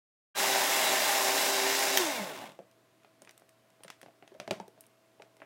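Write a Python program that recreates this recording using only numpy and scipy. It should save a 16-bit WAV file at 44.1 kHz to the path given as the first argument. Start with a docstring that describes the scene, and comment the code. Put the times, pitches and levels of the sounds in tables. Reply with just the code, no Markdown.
"""Small kitchen: a countertop blender churns celery and water close by, with blade tones, motor whine
and a rush of spray. Its button snaps off, the blades coast to rest and the vortex falls in.
Then drips tick on the plastic and trapped air glugs up through the pulp, over a faint appliance hum;
hands grip the jar."""
import sys
import numpy as np
from scipy import signal
from scipy.fft import rfft, irfft, next_fast_len
from scipy.io import wavfile
from scipy.ndimage import map_coordinates

SR = 44100
rng = np.random.default_rng(int(sys.argv[2]) if len(sys.argv) > 2 else 0)


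def bounce(signal):
    """Save signal as a 16-bit WAV file at the path given by the first command-line argument."""
    frames = np.transpose(np.atleast_2d(signal))
    limited = np.clip(frames, -1, 1)
    pcm = np.round(limited * 32767).astype(np.int16)
    wavfile.write(sys.argv[1], SR, pcm)


N = 240684
ON_S, OFF_S = 0.345, 1.974
RUN_HZ = 197.3  # mean shaft speed
SETTLE_S, SETTLE_DB_PER_S = 2.476, 130  # the liquid comes to rest
# Resonances of the filled jar: f/Hz, width/Hz, lift/dB
FILLED_JAR_PEAKS = [(215, 41, 8), (280, 25, 7), (625, 70, 5.5), (851, 68, 3.5), (1052, 26, 3),
                    (2150, 70, 1), (2830, 130, 0)]


def amp(db):
    """dB to gain."""
    return 10 ** (np.asarray(db) / 20)


def clock():
    """Sample times/s."""
    return np.arange(N) / SR


def after(s):
    """Time/s since s, zero before."""
    return np.maximum(clock() - s, 0)


def along(points, hz):
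    """Interpolate (f/Hz, value) points on a log axis."""
    f, v = np.transpose(points)
    return np.interp(np.log(hz + 1), np.log(f + 1), v)


def lift(peaks, hz):
    """Boost/dB from a set of resonances."""
    return sum(db / (1 + (2 * (hz - centre) / width) ** 2) for centre, width, db in peaks)


def wobble(rate_hz):
    """Smooth random curve, rate_hz knots a second."""
    return map_coordinates(rng.standard_normal(4096), [clock() * rate_hz], mode="wrap")


def filtered(x, response):
    """Zero-phase filter with gain response(hz)."""
    size = next_fast_len(N + 8192)
    return irfft(rfft(x, size) * response(np.fft.rfftfreq(size, 1 / SR)), size)[..., :N]


def noise(spectrum, peaks=()):
    """Noise, rms 1: a broad (f/Hz, level/dB) spectrum plus resonances."""
    x = filtered(rng.standard_normal(N), lambda hz: amp(along(spectrum, hz) + lift(peaks, hz)))
    return x / np.sqrt(np.mean(x ** 2) + 1e-20)


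def add(track, s, sound):
    """Mix sound into track at time s."""
    span = track[round(s * SR):][:len(sound)]
    span += sound[:len(span)]


def in_kitchen(sound, wet_db, near_db, near_t60_s=0.23):
    """Direct sound, quick reflections off jar and counter, and the room's tail."""
    # Room decay: f/Hz, t60/s
    decay = [(150, 0.21), (700, 0.24), (3000, 0.28), (8000, 0.46), (16000, 0.044)]
    hz, t, bands = signal.stft(rng.standard_normal(SR // 2), SR, nperseg=256)
    tail = signal.istft(bands * amp(-60 * t / along(decay, hz)[:, None]), SR, nperseg=256)[1]
    near = rng.standard_normal(len(tail)) * amp(-60 * np.arange(len(tail)) / SR / near_t60_s)
    response = amp(wet_db) * tail / np.linalg.norm(tail) + amp(near_db) * near / np.linalg.norm(near)
    response[0] += 1
    return signal.fftconvolve(sound, response)


def bite(rise_s=0.044):
    """0 to 1 as the blades take hold of the liquid."""
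    return np.clip(after(ON_S) / rise_s, 0, 1) ** 1.27


def drag(first_s=0.565, lap_s=0.35):
    """Circling pulp pulls on the blades once a lap, -1 to 1; held after switch-off."""
    return np.cos(2 * np.pi * (np.minimum(clock(), OFF_S) - first_s) / lap_s)


def shaft_hz(sag_hz=2.7, lag_s=0.01, tau_s=0.515, friction_hz_per_s=117):
    """Shaft speed: sags under the pulp, then coasts down by liquid drag and bearing friction."""
    friction_hz = friction_hz_per_s * tau_s
    coast = np.exp(-after(OFF_S + lag_s) / tau_s)
    return np.maximum((RUN_HZ - sag_hz * drag() + friction_hz) * coast - friction_hz, 0)


def driven_db(layer, chop_start_s=1.42, chop_length_s=0.13):
    """Layer level from bite, drag, shaft speed and the chopping of the last chunks."""
    # Load response by layer: full-speed level/dB, change under drag/dB, once chopped/dB, speed exponent
    laws = {"pair": (-44, 2.5, 4, 0.96), "blades": (-2.5, 0.5, -1, 1.5), "whine": (-45.5, 2.5, -1, 1.5),
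            "churn": (-33, 0.6, -2, 1.13), "spray": (-31.5, 0.2, -1.53, 1.66),
            "mist": (-30.5, 0.1, 0.3, 2.34), "finest mist": (-29.5, -0.16, -2.4, 2)}
    full_db, drag_db, chopped_db, power = laws[layer]
    chopped = np.clip(after(chop_start_s) / chop_length_s, 0, 1)
    gain = bite() * (shaft_hz() / RUN_HZ) ** power
    return full_db + drag_db * drag() + chopped_db * chopped + 20 * np.log10(np.maximum(gain, 1e-6))


def tone(turns, order, blur_rad):
    """One multiple of the shaft speed, rms 1, with wandering phase."""
    return np.sqrt(2) * np.sin(2 * np.pi * (order * turns + rng.random()) + blur_rad * wobble(35))


def motor(turns, mains):
    """Blade and shaft tones, shaken by the swirling load; pulsing torque adds sidebands."""
    # Radiation of order 2 by base and counter: f/Hz, gain/dB
    radiation = [(90, -20), (165, -18.5), (203, 5), (240, -10.5), (305, 0.5), (330, 0), (368, 9),
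                 (395, -1.5), (420, 3.5)]
    # Four-blade tone: t/s, level/dB
    four_blade = [(0.4, -40), (0.578, -34.5), (0.598, -41), (1.328, -35), (1.608, -41.5), (1.646, -36.5),
                  (1.764, -53), (1.79, -33.5), (1.96, -41.5)]
    # Other shaft tones: order, level/dB
    overtones = [(1, -68.5), (3, -61), (5, -52), (6, -53.5), (8, -52), (12, -55), (14, -58), (16, -52.5)]
    # Mains buzz of the field coils: f/Hz, level/dB
    coils = [(120, -76), (240, -61.5), (360, -55.5), (480, -57.5)]
    # Tones that ring clearer once the blades stop whipping in air: order, level/dB
    coast_orders = [(4, -45.5), (6, -44), (8, -50.5), (12, -53)]
    speed_hz = shaft_hz()
    speed = speed_hz / RUN_HZ
    pair_db = driven_db("pair") + along(radiation, 2 * speed_hz) + 2.9 * wobble(14)
    blades = amp(pair_db) * tone(turns, 2, 0.18)
    four_db = np.interp(clock(), *np.transpose(four_blade)) + driven_db("blades") + 2.2 * wobble(18)
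    blades += amp(four_db) * tone(turns, 4, 0.23)
    # each order swells as it slides through a jar resonance
    shaft = sum(amp(db + lift(FILLED_JAR_PEAKS, k * speed_hz) + 4.2 * wobble(12)) * tone(turns, k, 0.55)
                for k, db in overtones)
    whine = amp(driven_db("whine") + 4 * wobble(16)) * tone(turns, 20, 0.27)
    buzz = sum(amp(db + 1.5 * wobble(10)) * np.sqrt(2) * np.sin(2 * np.pi * (hz * clock() + rng.random()))
               for hz, db in coils)
    coasting = np.clip(after(OFF_S) / 0.05, 0, 1) * speed
    shaft += coasting * sum(amp(db + lift(FILLED_JAR_PEAKS, k * speed_hz)) * tone(turns, k, 0.33)
                            for k, db in coast_orders)
    turning = (blades + speed * shaft) * (1 + 0.5 * mains) + whine * (1 + 0.25 * mains)
    return turning * amp(-SETTLE_DB_PER_S * after(SETTLE_S)) + bite() * buzz * amp(-300 * after(OFF_S))


def liquid(turns, mains, collapse_s=2.425, collapse_width_s=0.019, finest_hz=7500):
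    """Churn booms in the jar, spray hisses as the blades pass, and the vortex falls in with a slap."""
    # Spectra of churn, spray and mist: f/Hz, level/dB
    churn_spectrum = [(30, -49.5), (75, -43), (105, -33), (150, -17), (200, -19), (330, -9), (520, -5),
                      (620, 0), (900, -2), (1100, -3.5), (1300, -13), (1500, -12), (1900, -31)]
    spray_spectrum = [(900, -33), (1300, -3), (1550, 1.5), (2100, 2.5), (2600, 0), (2850, 2), (3060, -3.5),
                      (3600, 1.5), (3950, -3.5), (4300, -9), (5500, -35)]
    mist_spectrum = [(3000, -35.5), (4200, -3.5), (4650, 1), (5400, 2), (6300, -1.5), (7300, 0), (8500, -5),
                     (10000, -5), (13000, -6.5), (16000, -8.5)]
    slap_db = 4.5 * np.exp(-((clock() - collapse_s) / collapse_width_s) ** 2)
    churn_db, spray_db = driven_db("churn") + slap_db, driven_db("spray") + slap_db
    slowing = np.clip(1 - shaft_hz() / RUN_HZ, 0, 1)
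    passing = 1 + 0.063 * np.sin(2 * np.pi * 2 * turns) + 0.051 * np.sin(2 * np.pi * turns)
    passing += 0.056 * mains
    # the rush breaks into separate splashes as the blades slow
    bursts_db = 0.7 * wobble(700) + (0.5 + 2.6 * slowing ** 2) * wobble(130)
    surges_db = (0.64 + 0.98 * slowing) * wobble(70) + 0.37 * wobble(11)
    churn = amp(churn_db + surges_db - 1.32) * noise(churn_spectrum, FILLED_JAR_PEAKS)
    spray = amp(spray_db + bursts_db + 0.39 * wobble(7) - 1.13) * noise(spray_spectrum, FILLED_JAR_PEAKS)
    hiss = noise(mist_spectrum)
    finest = filtered(hiss, lambda hz: 1 / (1 + (finest_hz / (hz + 1)) ** 4))
    mist = amp(driven_db("mist")) * (hiss - finest) + amp(driven_db("finest mist")) * finest
    mist *= amp(bursts_db + 0.35 * wobble(500) - 1.7)
    # slow blades roll larger, deeper eddies
    eddies = noise([(40, -54), (90, -14), (140, 1), (260, -0.5), (600, -5.5), (2000, -59)])
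    slosh = amp(churn_db - 6) * slowing ** 2 * eddies
    rush = ((churn + spray + mist) * passing + slosh) * amp(-SETTLE_DB_PER_S * after(SETTLE_S))
    return in_kitchen(rush, wet_db=-12, near_db=-17, near_t60_s=0.03)[:N]


def room_tone():
    """Still air and the slightly unsteady hum of an appliance."""
    # Hum partials and air spectrum: f/Hz, level/dB
    partials = [(119, -78), (323, -82), (651, -73.5)]
    air = [(15, -98), (25, -57), (97, -15.5), (236, -8), (335, -7.5), (531, -10.5), (659, -8), (887, -16.5),
           (1020, -11.5), (1230, -15), (2690, -19.5), (6050, -26), (12900, -29.5), (16000, -35)]
    hum = sum(amp(db + 0.59 * wobble(7.4)) * np.sin(2 * np.pi * hz * clock() + 0.5 * wobble(14))
              for hz, db in partials)
    return np.sqrt(2) * hum + amp(-68) * noise(air)


def impulse(spectrum, size=2048):
    """Minimum-phase pulse with a given (f/Hz, level/dB) spectrum."""
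    cepstrum = irfft(np.log(amp(along(spectrum, np.fft.rfftfreq(size, 1 / SR)))))
    cepstrum[1:size // 2] *= 2
    cepstrum[size // 2 + 1:] = 0
    return irfft(np.exp(rfft(cepstrum)))


def crack(spectrum, t60_s, tail_db=-60, tail_t60_s=0.2):
    """Sharp contact, peak 1: brief dense ringing, then a diffuse tail."""
    t = np.arange(SR // 4) / SR
    envelope = amp(-60 * t / t60_s) + amp(tail_db - 60 * t / tail_t60_s)
    burst = signal.fftconvolve(rng.choice([-1, 1], len(t)) * envelope, impulse(spectrum))
    return burst / np.abs(burst).max()


def ring_down(modes, t):
    """Decaying modes in random phase."""
    return sum(amp(db - 60 * t / t60_s) * np.sin(2 * np.pi * (hz * t + rng.random()))
               for hz, db, t60_s in modes)


def button():
    """The sprung switch snaps open and bounces, ringing the plastic base."""
    # Release and rebound: t/s, level/dB
    contacts = [(1.9735, -4.5), (1.9831, -15.5)]
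    # Modes of the base: f/Hz, level/dB, t60/s
    base_modes = [(1800, -11.5, .022), (2595, -7.5, 0.0095), (3180, -3.5, 0.0099), (3740, -12.5, 0.018),
                  (5580, -7.5, 0.0068), (6400, -8, 0.017), (13400, -10, 0.013), (14200, -5.5, .005),
                  (15100, -2, .005)]
    out, t = np.zeros(N), np.arange(SR // 16) / SR
    for s, db in contacts:
        ring = ring_down(base_modes, t) * (1 - np.exp(-t / 0.00039))
        add(ring, 0, amp(-6) * crack([(100, -10.5), (2000, 4), (16000, -2)], t60_s=0.016))
        add(out, s, amp(db - 3) * in_kitchen(ring, wet_db=-8.5, near_db=-13.5))
    return out


def tick(bright_db, ping_db=-35, ping_hz=9130):
    """Small hard contact on the plastic, with a thin ping."""
    body_db, edge_db = -8.5 - 0.71 * bright_db, -18 + 0.69 * bright_db
    colour = [(200, body_db), (700, body_db + 5.5), (1100, body_db + 7.5), (1500, body_db + 8.5),
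              (2500, body_db + 8), (3600, body_db / 2 - 0.5), (4300, body_db / 2 - 3.5),
              (5500, -8.5), (7000, -12.5), (9000, edge_db), (16000, edge_db - 11)]
    hz = np.geomspace(200, 16000, 96)
    wall_hz = 2960 * np.exp(0.39 * rng.standard_normal())  # resonance shifts with the spot hit
    spectrum = np.transpose([hz, along(colour, hz) + lift([(wall_hz, 470, 1.5)], hz)])
    sound = crack(spectrum, t60_s=0.0095, tail_db=-19.5 - 0.18 * bright_db, tail_t60_s=0.23)
    t = np.arange(SR // 5) / SR
    add(sound, 0, amp(ping_db - 60 * t / 0.058) * np.sin(2 * np.pi * ping_hz * t))
    return sound


def drips(patter_span_s=(2.36, 2.54), patter_fade_db_per_s=56, foam_span_s=(2.9, 4.9)):
    """Splashes patter as the vortex falls in; then drops tick on the jar and foam bursts faintly."""
    # Drops of juice: t/s, level/dB, brightness/dB, ping/dB
    drops = [(2.713, -54, 12, -35), (3.034, -52.5, 2, -35), (3.22, -41.5, 11, -19), (3.249, -47, 2, -14),
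             (3.274, -41.5, -15, -30), (3.2932, -40, 4, -32), (3.3094, -46, 12, -26),
             (3.378, -44.5, 17, -28), (3.397, -53, 28, -27), (3.492, -48, 18, -27),
             (3.8353, -37.5, 13, -10), (3.8805, -38.5, -1, -26), (3.9021, -31, 4, -40),
             (4.0148, -40.5, 15, -25), (4.277, -42, -2, -25), (4.808, -37, 25.5, -26),
             (4.839, -50, -5, -35), (4.866, -50, 24, -20)]
    out = np.zeros(N)
    for s, db, bright_db, ping_db in drops:
        add(out, s, amp(db) * tick(bright_db, ping_db))
    for s in rng.uniform(*foam_span_s, 10):
        add(out, s, amp(-57.5 + 2.5 * rng.standard_normal()) * tick(2 + 8 * rng.standard_normal()))
    for s in rng.uniform(*patter_span_s, 12):
        add(out, s, amp(-36 - patter_fade_db_per_s * (s - patter_span_s[0])) * tick(bright_db=4))
    return out


def jar_ring(pitch_hz, t):
    """The jar rings, its modes driven hardest near the pitch of the blow."""
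    # Jar modes: f/Hz, level/dB, t60/s
    modes = [(298, -6, 0.065), (400, -2, 0.059), (444, 4, 0.021), (577, -2, 0.058), (658, -5.5, 0.11),
             (826, 0.5, 0.026), (1000, -13, 0.039), (1150, -12, 0.025)]
    hz, mode_db, t60_s = np.transpose(modes)[:, :, None]
    strength_db = mode_db - 5 * np.log2(hz / pitch_hz) ** 2 + rng.normal(0, 2.3, hz.shape)
    cycles = hz * t * (1 + 0.019 * rng.standard_normal(hz.shape)) + rng.random(hz.shape)
    return np.sum(amp(strength_db - 60 * t / t60_s) * np.sin(2 * np.pi * cycles), axis=0)


def glugs():
    """Each air pocket bursts with a tick, rings with rising pitch, wakes the jar and thumps the liquid."""
    # Air pockets: t/s, level/dB, bubble f/Hz, bubble t60/s, bursting film level/dB, film brightness/dB
    pockets = [(2.590, -34, 577, 0.038, -48, 0), (3.047, -51, 650, 0.021, -47, -11.5),
               (3.219, -41.5, 603, 0.031, -55, 0), (3.420, -48, 613, .015, -51.5, -14),
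               (3.805, -48.5, 586, .027, -56, -12), (3.847, -39, 534, 0.026, -43.5, -3),
               (4.030, -42, 656, 0.017, -40.5, 3), (4.061, -40.5, 736, 0.023, -47.5, -10),
               (4.083, -45, 770, 0.02, -56, -8), (4.225, -44, 476, 0.011, -44, -24),
               (4.318, -42.5, 364, 0.064, -57, -10), (4.349, -40.5, 600, 0.05, -55, -6),
               (4.400, -33, 530, 0.022, -29, -0.5), (4.477, -29, 400, 0.007, -30.5, -3),
               (4.5097, -19, 610, 0.015, -18, 1.5), (4.6, -28, 875, 0.032, -34.5, -1),
               (4.68, -44, 396, 0.029, -48, 18), (4.777, -46.5, 634, 0.03, -57, -10)]
    # Deep modes of the liquid: f/Hz, level/dB, t60/s
    liquid_modes = [(127, -6, 0.067), (193, 4, 0.051), (255, -13, 0.026)]
    splat_spectrum = [(100, -22), (300, 13), (700, 8.5), (1100, 0), (2500, -7), (6000, -46)]
    out, t = np.zeros(N), np.arange(SR // 4) / SR
    for s, db, bubble_hz, t60_s, film_db, bright_db in pockets:
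        bubble = amp(9 - 60 * t / t60_s) * np.sin(2 * np.pi * bubble_hz * t * (1 + 2.3 * t))
        ring = (bubble + jar_ring(bubble_hz, t)) * (1 - np.exp(-t / 0.00068))
        ring /= np.abs(ring).max()
        # a low thump comes with each glug, stronger for loud ones
        thump = (1 - np.exp(-t / 0.002)) ** 2 * ring_down(liquid_modes, t)
        add(ring, 0.006, amp(-13 + 0.22 * (db + 42)) * thump)
        add(ring, 0, amp(-9.5) * crack(splat_spectrum, t60_s=0.048))
        add(out, s, amp(db - 3.5) * in_kitchen(ring, wet_db=-5.5, near_db=-17))
        add(out, s, amp(film_db) * tick(bright_db))
    return out


def grips():
    """Hands land softly on jar and lid, fingertips tapping the plastic."""
    # Touches: t/s, level/dB, f/Hz, tap level/dB, tap brightness/dB
    touches = [(5.198, -40, 660, -51, -23), (5.221, -46.5, 635, -38, 0), (5.368, -56.5, 600, -50.5, 8.5),
               (5.402, -46, 600, -48.5, -17), (5.419, -41, 600, -36, -39)]
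    out, t = np.zeros(N), np.arange(SR // 4) / SR
    for s, db, pitch_hz, tap_db, bright_db in touches:
        ring = jar_ring(pitch_hz, t) * (1 - np.exp(-t / 0.00072))
        add(out, s, amp(db - 3.5) * in_kitchen(ring / np.abs(ring).max(), wet_db=-4, near_db=-21))
        add(out, s, amp(tap_db) * tick(bright_db))
    return out


def scene():
    """One shaft drives tones and liquid; the 120 Hz mains pulsing ends at switch-off."""
    turns = np.cumsum(shaft_hz()) / SR
    mains = np.sin(2 * np.pi * 120 * clock()) * amp(-300 * after(OFF_S))
    blender = motor(turns, mains) + liquid(turns, mains) + button() + drips() + glugs() + grips()
    # deep bass is rolled off below about 100 Hz
    mono = filtered(blender, lambda hz: 1 - 0.95 / (1 + (hz / 100) ** 10))
    return np.tile(mono + room_tone(), (2, 1))


def record(dry):
    """The microphone opens with a 12 ms fade as the motor starts and passes nothing above 16150 Hz."""
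    opening = np.clip(after(ON_S) / 0.012, 0, 1)
    return filtered(dry * opening, lambda hz: np.clip((16150 - hz) / 400, 0, 1))


dry = scene()
out = record(dry)
bounce(out)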